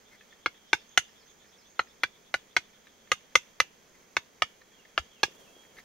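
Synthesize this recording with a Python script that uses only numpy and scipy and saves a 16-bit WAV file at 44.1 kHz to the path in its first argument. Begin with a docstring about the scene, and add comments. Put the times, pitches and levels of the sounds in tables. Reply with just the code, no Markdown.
"""Close to the microphones a short piece of bamboo slides and taps in a hand; then sharp blows trim it,
mostly in pairs and threes. Each is a hollow clack with a crack of fibres and a dull thump in the bare
earth where the worker kneels; bamboo walls scatter it back and a thicket echoes faintly behind.
Insects buzz all around, small birds twitter far off, and at the end clothes rustle as the worker sits up.
"""
import sys
import numpy as np
from scipy import signal
from scipy.fft import rfft, irfft
from scipy.io import wavfile

SR = 44100
rng = np.random.default_rng(int(sys.argv[2]) if len(sys.argv) > 2 else 0)


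def put_to_file(sound):
    """Save the sound as 16-bit audio at rate SR, in the file named by the first command-line argument."""
    columns = np.atleast_2d(sound).T  # one column per channel
    safe = np.clip(columns, -1, 1)
    whole_steps = np.round(safe * 32767)
    wavfile.write(sys.argv[1], SR, whole_steps.astype(np.int16))


N = 257544
TIME = np.arange(N) / SR
SHORT = TIME[:8192]   # time axis of one hit

# blows; grip and cut set the four pitches, the spot struck favours the splint (+) or the edge (-):
# (time [s], strength [dB], hardness [dB/octave], spot [dB],
#  knock [Hz], hollow [Hz], splint [Hz], edge [Hz])
BLOWS = [(0.46, -28.5, -2.5, -13, 462, 1428, 2130, 3310), (0.7303, -23, 0, 4, 860, 1515, 2270, 2740),
         (0.9745, -23, 2.5, -6, 746, 1455, 2040, 3005), (1.7931, -28, -6.5, 2.5, 800, 1470, 1900, 2650),
         (2.0344, -28.3, -0.6, 3.5, 950, 1520, 1880, 3580), (2.341, -29, -1.54, -2, 720, 1465, 2073, 4100),
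         (2.5651, -25.5, 1, 1.5, 961, 1480, 2130, 3090), (3.1167, -26.5, 2, -1, 493, 1251, 2026, 3200),
         (3.3542, -23.5, 2.5, 1.5, 525, 1273, 2057, 2730), (3.6012, -26, 2.5, 0.5, 523, 1330, 2030, 3430),
         (4.167, -28, 0.26, 3, 836, 1510, 2237, 4170), (4.4207, -26, 1.15, -3.5, 767, 1257, 1894, 2790),
         (4.9777, -27.5, -4.5, -2.5, 685, 1363, 2434, 2680), (5.232, -23, 0.8, -6.5, 810, 1667, 2430, 4236)]
# knock, hollow, splint and edge:
# (level re the blow [dB], t60 [s], gain by hardness [dB per dB/octave], gain by spot [dB/dB])
NOTES = [(-7, 0.026, 0, 0.5), (-0.87, .034, -0.17, 0), (-2.5, 0.024, 1.16, 1), (-11, 0.018, 1.16, -0.57)]
# modes of the piece's wall: (frequency [Hz], relative level [dB], t60 [s])
WALL_MODES = [(341.5, -8.5, 0.036), (555, -9.5, 0.019), (776, -5, 0.034), (943, 2.5, 0.0039),
              (1380, -3, 0.022), (1686, 0, 0.024), (2090, -0.5, 0.024), (2331, -2, 0.01),
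              (2341, -0.5, 0.025), (2817, -2, 0.0085), (3200, -10.5, 0.021), (3390, -1.5, 0.0097),
              (3870, -5.5, 0.011), (4360, -7, 0.0073), (5520, -23, 0.012), (5280, -12, 0.006)]
# gap between a blow's bite and its quick echo as the work goes on: (time [s], delay [ms])
ECHO_DELAYS = [(0.6, 2.35), (1.85, 3.95), (2.55, 3.23), (3.1, 1.96), (4.97, 1.7), (5.23, 2.54)]
# colour of cracking fibres: (frequency [Hz], gain [dB])
CRACK_COLOUR = [(400, -7.5), (1500, -1), (3000, 12), (4800, -1.5), (6500, -2), (9000, -5), (12000, -14.5),
                (16000, -35)]
# light touches as the piece is turned in the hand: (time [s], relative level [dB])
TOUCHES = [(0.2094, -46.5), (0.3252, -47.5), (2.8699, -48.5), (4.6169, -50.5), (4.8514, -49), (5.7673, -50),
           (5.7857, -43)]
# the piece slides through the hand: (time [s], length [s], level [dB])
SLIDES = [(0.095, 0.084, -62), (3.934, 0.046, -66), (5.754, 0.065, -55.5)]
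# colour of that friction: (frequency [Hz], gain [dB])
SLIDE_COLOUR = [(500, -6), (1200, -16), (2100, 3), (2700, -19.5), (4000, -16), (12000, -25)]
# dull bumps on the soil: (time [s], pitch [Hz], level [dB])
BUMPS = [(4.994, 70, -44), (5.282, 374, -55), (5.312, 382, -63), (5.566, 450, -60.5)]
# colour of rubbing cloth: (frequency [Hz], gain [dB])
CLOTH_COLOUR = [(80, -8), (250, -1.5), (450, 5), (900, -2.5), (2000, -12.5), (5000, -16), (10000, -13),
                (15000, -17)]
# distant bird phrases, a high twitter and a falling two-note call:
# (time into the phrase [s], length [s], start pitch [Hz], end pitch [Hz], relative level [dB])
TWITTER = [(0, .045, 4750, 5900, -70.5), (.11, .06, 5800, 3950, -66.5), (.19, .085, 6150, 6850, -70.5),
           (.3, .075, 7200, 6200, -73)]
CALL = [(0, .06, 3380, 3170, -64), (.07, .06, 3080, 2500, -66)]
# starts of the falling call: (time [s])
CALL_STARTS = [4.7, 5.075, 5.365]
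# far insect choruses: (centre [Hz], width [Hz], level [dB])
CHORUSES = [(3230, 357, -72), (6256, 2700, -85.5)]
# colour of the open air: (frequency [Hz], gain [dB])
AIR_COLOUR = [(25, -4.5), (60, -5), (130, -4.5), (220, 3), (300, -3), (450, 2), (700, -4), (1300, -6),
              (2300, -6.5), (2900, -14), (4200, -13), (6500, -14), (10000, -19), (15000, -18)]
# colour of the sound scattered by ground, walls and leaves: (frequency [Hz], gain [dB])
SCATTER_COLOUR = [(100, -5.5), (400, -5), (1200, -0.5), (2800, 3.5), (6000, 4), (14000, 5)]
# colour of the late echo from the thicket: (frequency [Hz], gain [dB])
THICKET_COLOUR = [(100, -9.5), (600, -5.5), (1500, -10.5), (2800, -1.5), (4200, -7.5), (14000, -7)]
# likeness of diffuse sound at the two microphones: (frequency [Hz], correlation [0..1])
LIKENESS = [(60, 0.76), (400, 0.54), (1200, 0), (3000, 0.94), (8000, 0)]
# the right microphone's port rings and then cancels: (frequency [Hz], gain [dB], Q [ratio])
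RIGHT_PORT = [(2500, 1.5, 0.58), (6540, 20, 2.64), (8710, -33.5, 3.59)]


def blows():
    """The trimming, close up: returns the broad clacks and the pitched notes of the struck piece."""
    clacks, notes = np.zeros((2, N))
    for s, db, hardness, spot, *pitches in BLOWS:
        echo_ms = np.interp(s, *np.transpose(ECHO_DELAYS))
        force = contact(echo_ms, echo_gain=0.43, tearing=1.0, tear_t60=0.013)
        crack_db = db - 11.5 + 4 * hardness   # harder blows split more fibres
        # the soil takes up only a share of a blow's extra strength; a later echo goes with a softer thump
        thump_db = -29 + 0.61 * db - 2 * echo_ms
        clack = piece_wall(force, tilt_db_per_octave=0.42 * hardness, spread_db=2.5, detune=0.054)
        add(clacks, s, from_db(db + 1) * clack)
        add(clacks, s, from_db(crack_db) * crack(echo_ms))
        add(clacks, s, from_db(thump_db) * thump())
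        # the piece bends (knock), its hollow rings, and so do the splint and the cut edge
        for hz, (note_db, t60, by_hardness, by_spot) in zip(pitches, NOTES):
            gain = from_db(db + note_db + by_hardness * hardness + by_spot * spot)
            add(notes, s, gain * unit_hit(ring(force, hz, t60)))
    return clacks, notes


def contact(echo_ms, echo_gain, tearing, tear_t60):
    """The bite and its quick echo, each followed by a burst of snapping fibres that carry no bass."""
    force = np.zeros(len(SHORT))
    for s, strength in [(0, 1), (echo_ms / 1000, echo_gain)]:
        snaps = rng.standard_normal(len(SHORT)) ** 3 * dying(SHORT, tear_t60)
        fibres = signal.sosfilt(signal.butter(2, 1100, "high", fs=SR, output="sos"), snaps)
        push = tearing * fibres / np.linalg.norm(fibres) + (SHORT == 0)
        force += strength * np.roll(push, round(s * SR))
    return force


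def piece_wall(force, tilt_db_per_octave, spread_db, detune):
    """The bamboo's modes; spot and grip weight and shift them anew, hard contact favours high ones."""
    out = 0
    for k, (hz, db, t60) in enumerate(WALL_MODES):
        gain = from_db(db + tilt_db_per_octave * np.log2(hz / 1800) + spread_db * rng.standard_normal())
        shifted_hz = hz * (1 + rng.uniform(-detune, detune))
        out += (-1) ** k * gain * unit_hit(ring(force, shifted_hz, t60))
    return unit_hit(out)


def crack(echo_ms, snap_t60=0.012, echo_gain=0.66, rise_s=0.0038):
    """The split opens in a burst, echoed a few milliseconds later, and sets the hard skin ringing."""
    since_echo = SHORT - echo_ms / 1000
    bite = (1 - np.exp(-SHORT / rise_s)) * dying(SHORT, snap_t60)
    echo = echo_gain * (since_echo > 0) * dying(np.abs(since_echo), snap_t60)
    snaps = unit_hit(coloured(rng.standard_normal(len(SHORT)), CRACK_COLOUR) * (bite + echo))
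    skin = unit_hit(ring(snaps, hz=5801, t60=0.021))
    return snaps + from_db(-9.5) * skin


def thump(push_s=0.0006, settle_s=0.02):
    """The butt is pushed briskly into the soil, then settles more softly a moment later."""
    push = np.exp(-(SHORT / push_s - 2) ** 2)
    settling = 0.39 * np.exp(-((SHORT - settle_s * rng.uniform(0.78, 1.0)) / (2 * push_s)) ** 2)
    return unit_hit(ring(push + settling, hz=72, t60=0.02))


def touches(gain_db):
    """Small knocks on the same piece, and fainter ones at random as the fingers shift."""
    out = np.zeros(N)
    fidgets = [(s, -59 + 3 * rng.standard_normal()) for s in rng.uniform(0, TIME[-1], size=30)]
    for s, db in list(TOUCHES) + fidgets:
        force = contact(echo_ms=0.55, echo_gain=0.27, tearing=1.38, tear_t60=0.029)
        clack = piece_wall(force, tilt_db_per_octave=1.3, spread_db=5.0, detune=0.0471)
        note = unit_hit(ring(force, hz=1800, t60=0.018))
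        add(out, s, from_db(db + gain_db) * unit_hit(clack + 2 * note))
    return out


def slides(grain_db):
    """Bamboo slips through the hand: grainy friction that swells and fades."""
    out = np.zeros(N)
    friction = coloured(rng.standard_normal(N) * from_db(grain_db * drift(120)), SLIDE_COLOUR)
    for s, length, db in SLIDES:
        size = int(length * SR)
        add(out, s, from_db(db) * rms_one(np.hanning(size) * friction[int(s * SR):][:size]))
    return out


def bumps(cycles):
    """The worker shifts on the soil: soft pushes, about half a cycle long, that ring for a few cycles."""
    out = np.zeros(N)
    for s, hz, db in BUMPS:
        push = np.exp(-(2 * np.pi * hz * SHORT - 2) ** 2)
        add(out, s, from_db(db) * unit_hit(ring(push, hz, t60=cycles / hz)))
    return out


def clothes(start_s=5.18, attack_s=0.24, hold_s=0.04, release_s=0.63):
    """Cloth rubs unevenly through one movement as the worker sits up."""
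    corners = start_s + np.cumsum([0, attack_s, hold_s, release_s])
    movement = np.interp(TIME, corners, [0, 1, 1, 0])
    return movement * from_db(-60.5 + 2.7 * drift(45)) * wide_noise(CLOTH_COLOUR)


def birds(twitter_from_s=0.667, twitter_every_s=0.4, twitter_until_s=1.95, held_at_s=5.485):
    """Far off, blurred by leaves, one bird twitters; later another calls three times and holds a note."""
    song = phrases(TWITTER, np.arange(twitter_from_s, twitter_until_s, twitter_every_s), twitter_until_s)
    song += phrases(CALL, CALL_STARTS, held_at_s)
    add(song, held_at_s, from_db(-62.5) * whistle(0.16, start_hz=3270, end_hz=3270, waver=0.004))
    return from_db(-4) * (song + echoes(song, SCATTER_COLOUR, t60=0.35, build_s=0.004))


def phrases(notes, starts, until_s):
    """The same few notes, sung from each start until the bird breaks off."""
    out = np.zeros(N)
    for start in starts:
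        for after, length, start_hz, end_hz, db in notes:
            if start + after < until_s:
                add(out, start + after, from_db(db) * whistle(length, start_hz, end_hz, waver=0.018))
    return out


def whistle(length_s, start_hz, end_hz, waver, flutter_db=4.0):
    """A thin gliding note that swells and fades, unsteady in pitch and level."""
    along = np.linspace(0, 1, int(length_s * SR))
    hz = (start_hz + (end_hz - start_hz) * along) * (1 + waver * drift(340)[:len(along)])
    flutter = from_db(flutter_db * drift(110)[:len(along)])
    swell = np.sqrt(along * (1 - along))
    return rms_one(flutter * swell * np.sin(2 * np.pi * np.cumsum(hz) / SR))


def insect_choruses(throb_db, swell_db):
    """Distant insects buzz without a break, throbbing quickly and swelling slowly."""
    return sum(buzz(hz, width_hz) * from_db(db + throb_db * drift(38) + swell_db * drift(1.7))
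               for hz, width_hz, db in CHORUSES)


def near_insect(chirps_per_s=8.2, first_s=0.08, stop_s=3.8, fade_s=1.5):
    """One insect nearer the microphones chirps in rhythm, then fades to silence."""
    chirps = rms_one(np.cos(np.pi * chirps_per_s * (TIME - first_s)) ** 4)
    fade = np.clip((stop_s - TIME) / fade_s, 0, 1)
    return from_db(-69.5) * fade * chirps * buzz(hz=3440, width_hz=450)


def buzz(hz, width_hz):
    """Stridulation at a distance: a band of stereo noise."""
    t60 = np.log(1000) / (np.pi * width_hz)
    return rms_one(ring(ring(rng.standard_normal((2, N)), hz, t60), hz, t60))


def open_air():
    """The quiet bed of the place: diffuse noise whose level barely flickers."""
    return from_db(-61 + 0.43 * drift(30)) * wide_noise(AIR_COLOUR)


def wide_noise(spectrum):
    """Noise from all around, most alike at the two microphones in the bass and near 3 kHz."""
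    alike = at_hz(LIKENESS, np.fft.rfftfreq(N, 1 / SR))
    mid, side = rfft(rng.standard_normal((2, N)))
    pair = irfft(np.sqrt(1 + alike) * mid + np.sqrt(1 - alike) * side * [[1], [-1]], N)
    return rms_one(coloured(pair, spectrum))


def direct(x, lag_ms, pan_db):
    """The straight path reaches the left microphone slightly earlier and louder."""
    delay = np.exp(-2j * np.pi * np.fft.rfftfreq(N, 1000 / SR) * lag_ms)
    return np.array([x * from_db(pan_db / 2), irfft(rfft(x) * delay, N) * from_db(-pan_db / 2)])


def echoes(x, spectrum, t60, build_s):
    """Dense reflections, different at each microphone, build up and die away."""
    t = TIME[:SR]
    build = 1 - np.exp(-(t / build_s) ** 2)
    response = coloured(rng.standard_normal((2, SR)), spectrum) * dying(t, t60) * build
    response /= np.linalg.norm(response, axis=1, keepdims=True)
    return signal.fftconvolve(x[None], response, axes=1)[:, :N]


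def ring(force, hz, t60):
    """One mode driven by a force."""
    r, w = dying(1 / SR, t60), 2 * np.pi * hz / SR
    return signal.lfilter([1, 0, -1], [1, -2 * r * np.cos(w), r * r], force + 1e-18)


def peak_filter(x, hz, db, q):
    """A resonance or a dip."""
    gain, w = from_db(db / 2), 2 * np.pi * hz / SR
    width = np.sin(w) / (2 * q)
    numerator = [1 + width * gain, -2 * np.cos(w), 1 - width * gain]
    denominator = [1 + width / gain, -2 * np.cos(w), 1 - width / gain]
    return signal.lfilter(numerator, denominator, x)


def coloured(x, spectrum):
    """Give noise a spectrum."""
    size = x.shape[-1]
    return irfft(rfft(x) * from_db(at_hz(spectrum, np.fft.rfftfreq(size, 1 / SR))), size)


def at_hz(points, hz):
    """Read a spectrum on a log-frequency axis."""
    f, value = np.transpose(points)
    return np.interp(np.log(np.maximum(hz, 1)), np.log(f), value)


def drift(turns_per_s):
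    """A random wander at rms 1."""
    knots = rng.standard_normal(2048)
    return rms_one(np.interp(TIME * turns_per_s, np.arange(len(knots)), knots))


def dying(t, t60):
    """Exponential decay, 60 dB down after t60 seconds."""
    return from_db(-60 * t / t60)


def from_db(db):
    """Decibels to amplitude."""
    return 10 ** (np.asarray(db) / 20)


def rms_one(x):
    """Scale a sound to rms 1."""
    return x / np.sqrt(np.mean(x ** 2) + 1e-20)


def unit_hit(x):
    """Give a short sound the energy of 20 ms at rms 1."""
    return x / np.sqrt(np.sum(x ** 2) / (0.02 * SR) + 1e-20)


def add(out, s, sound):
    """Mix a sound in at time s."""
    at = round(s * SR)
    out[at:at + len(sound)] += sound[:N - at]


def scene():
    """A stereo pair near the work, in a hollow between bamboo walls and a bank, the thicket behind."""
    clacks, notes = blows()
    handling = touches(gain_db=-10.5) + slides(grain_db=2.0) + bumps(cycles=5.5)
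    work = clacks + notes + handling
    # the clack spreads all round, while the notes leave mainly by the open end
    spread = clacks + handling + from_db(-9) * notes
    ground = from_db(-8.5) * echoes(work, SCATTER_COLOUR, t60=0.014, build_s=0.0015)
    walls = from_db(-10.5) * echoes(spread, SCATTER_COLOUR, t60=0.081, build_s=0.0059)
    thicket = from_db(-31) * echoes(clacks, THICKET_COLOUR, t60=0.33, build_s=0.028)
    outdoors = birds() + open_air() + insect_choruses(throb_db=1.0, swell_db=2.9) + near_insect()
    return direct(work, lag_ms=0.022, pan_db=1.0) + ground + walls + thicket + clothes() + outdoors


def record(dry):
    """The right microphone's port colours its channel; peaks are rounded and the top is cut."""
    left, right = dry
    for hz, db, q in RIGHT_PORT:
        right = peak_filter(right, hz, db, q)
    rounded = np.tanh(np.array([left, right]))
    cutoff_hz = 15700
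    return signal.sosfilt(signal.ellip(10, 0.2, 80, cutoff_hz, fs=SR, output="sos"), rounded)


dry = scene()
out = record(dry)
put_to_file(out)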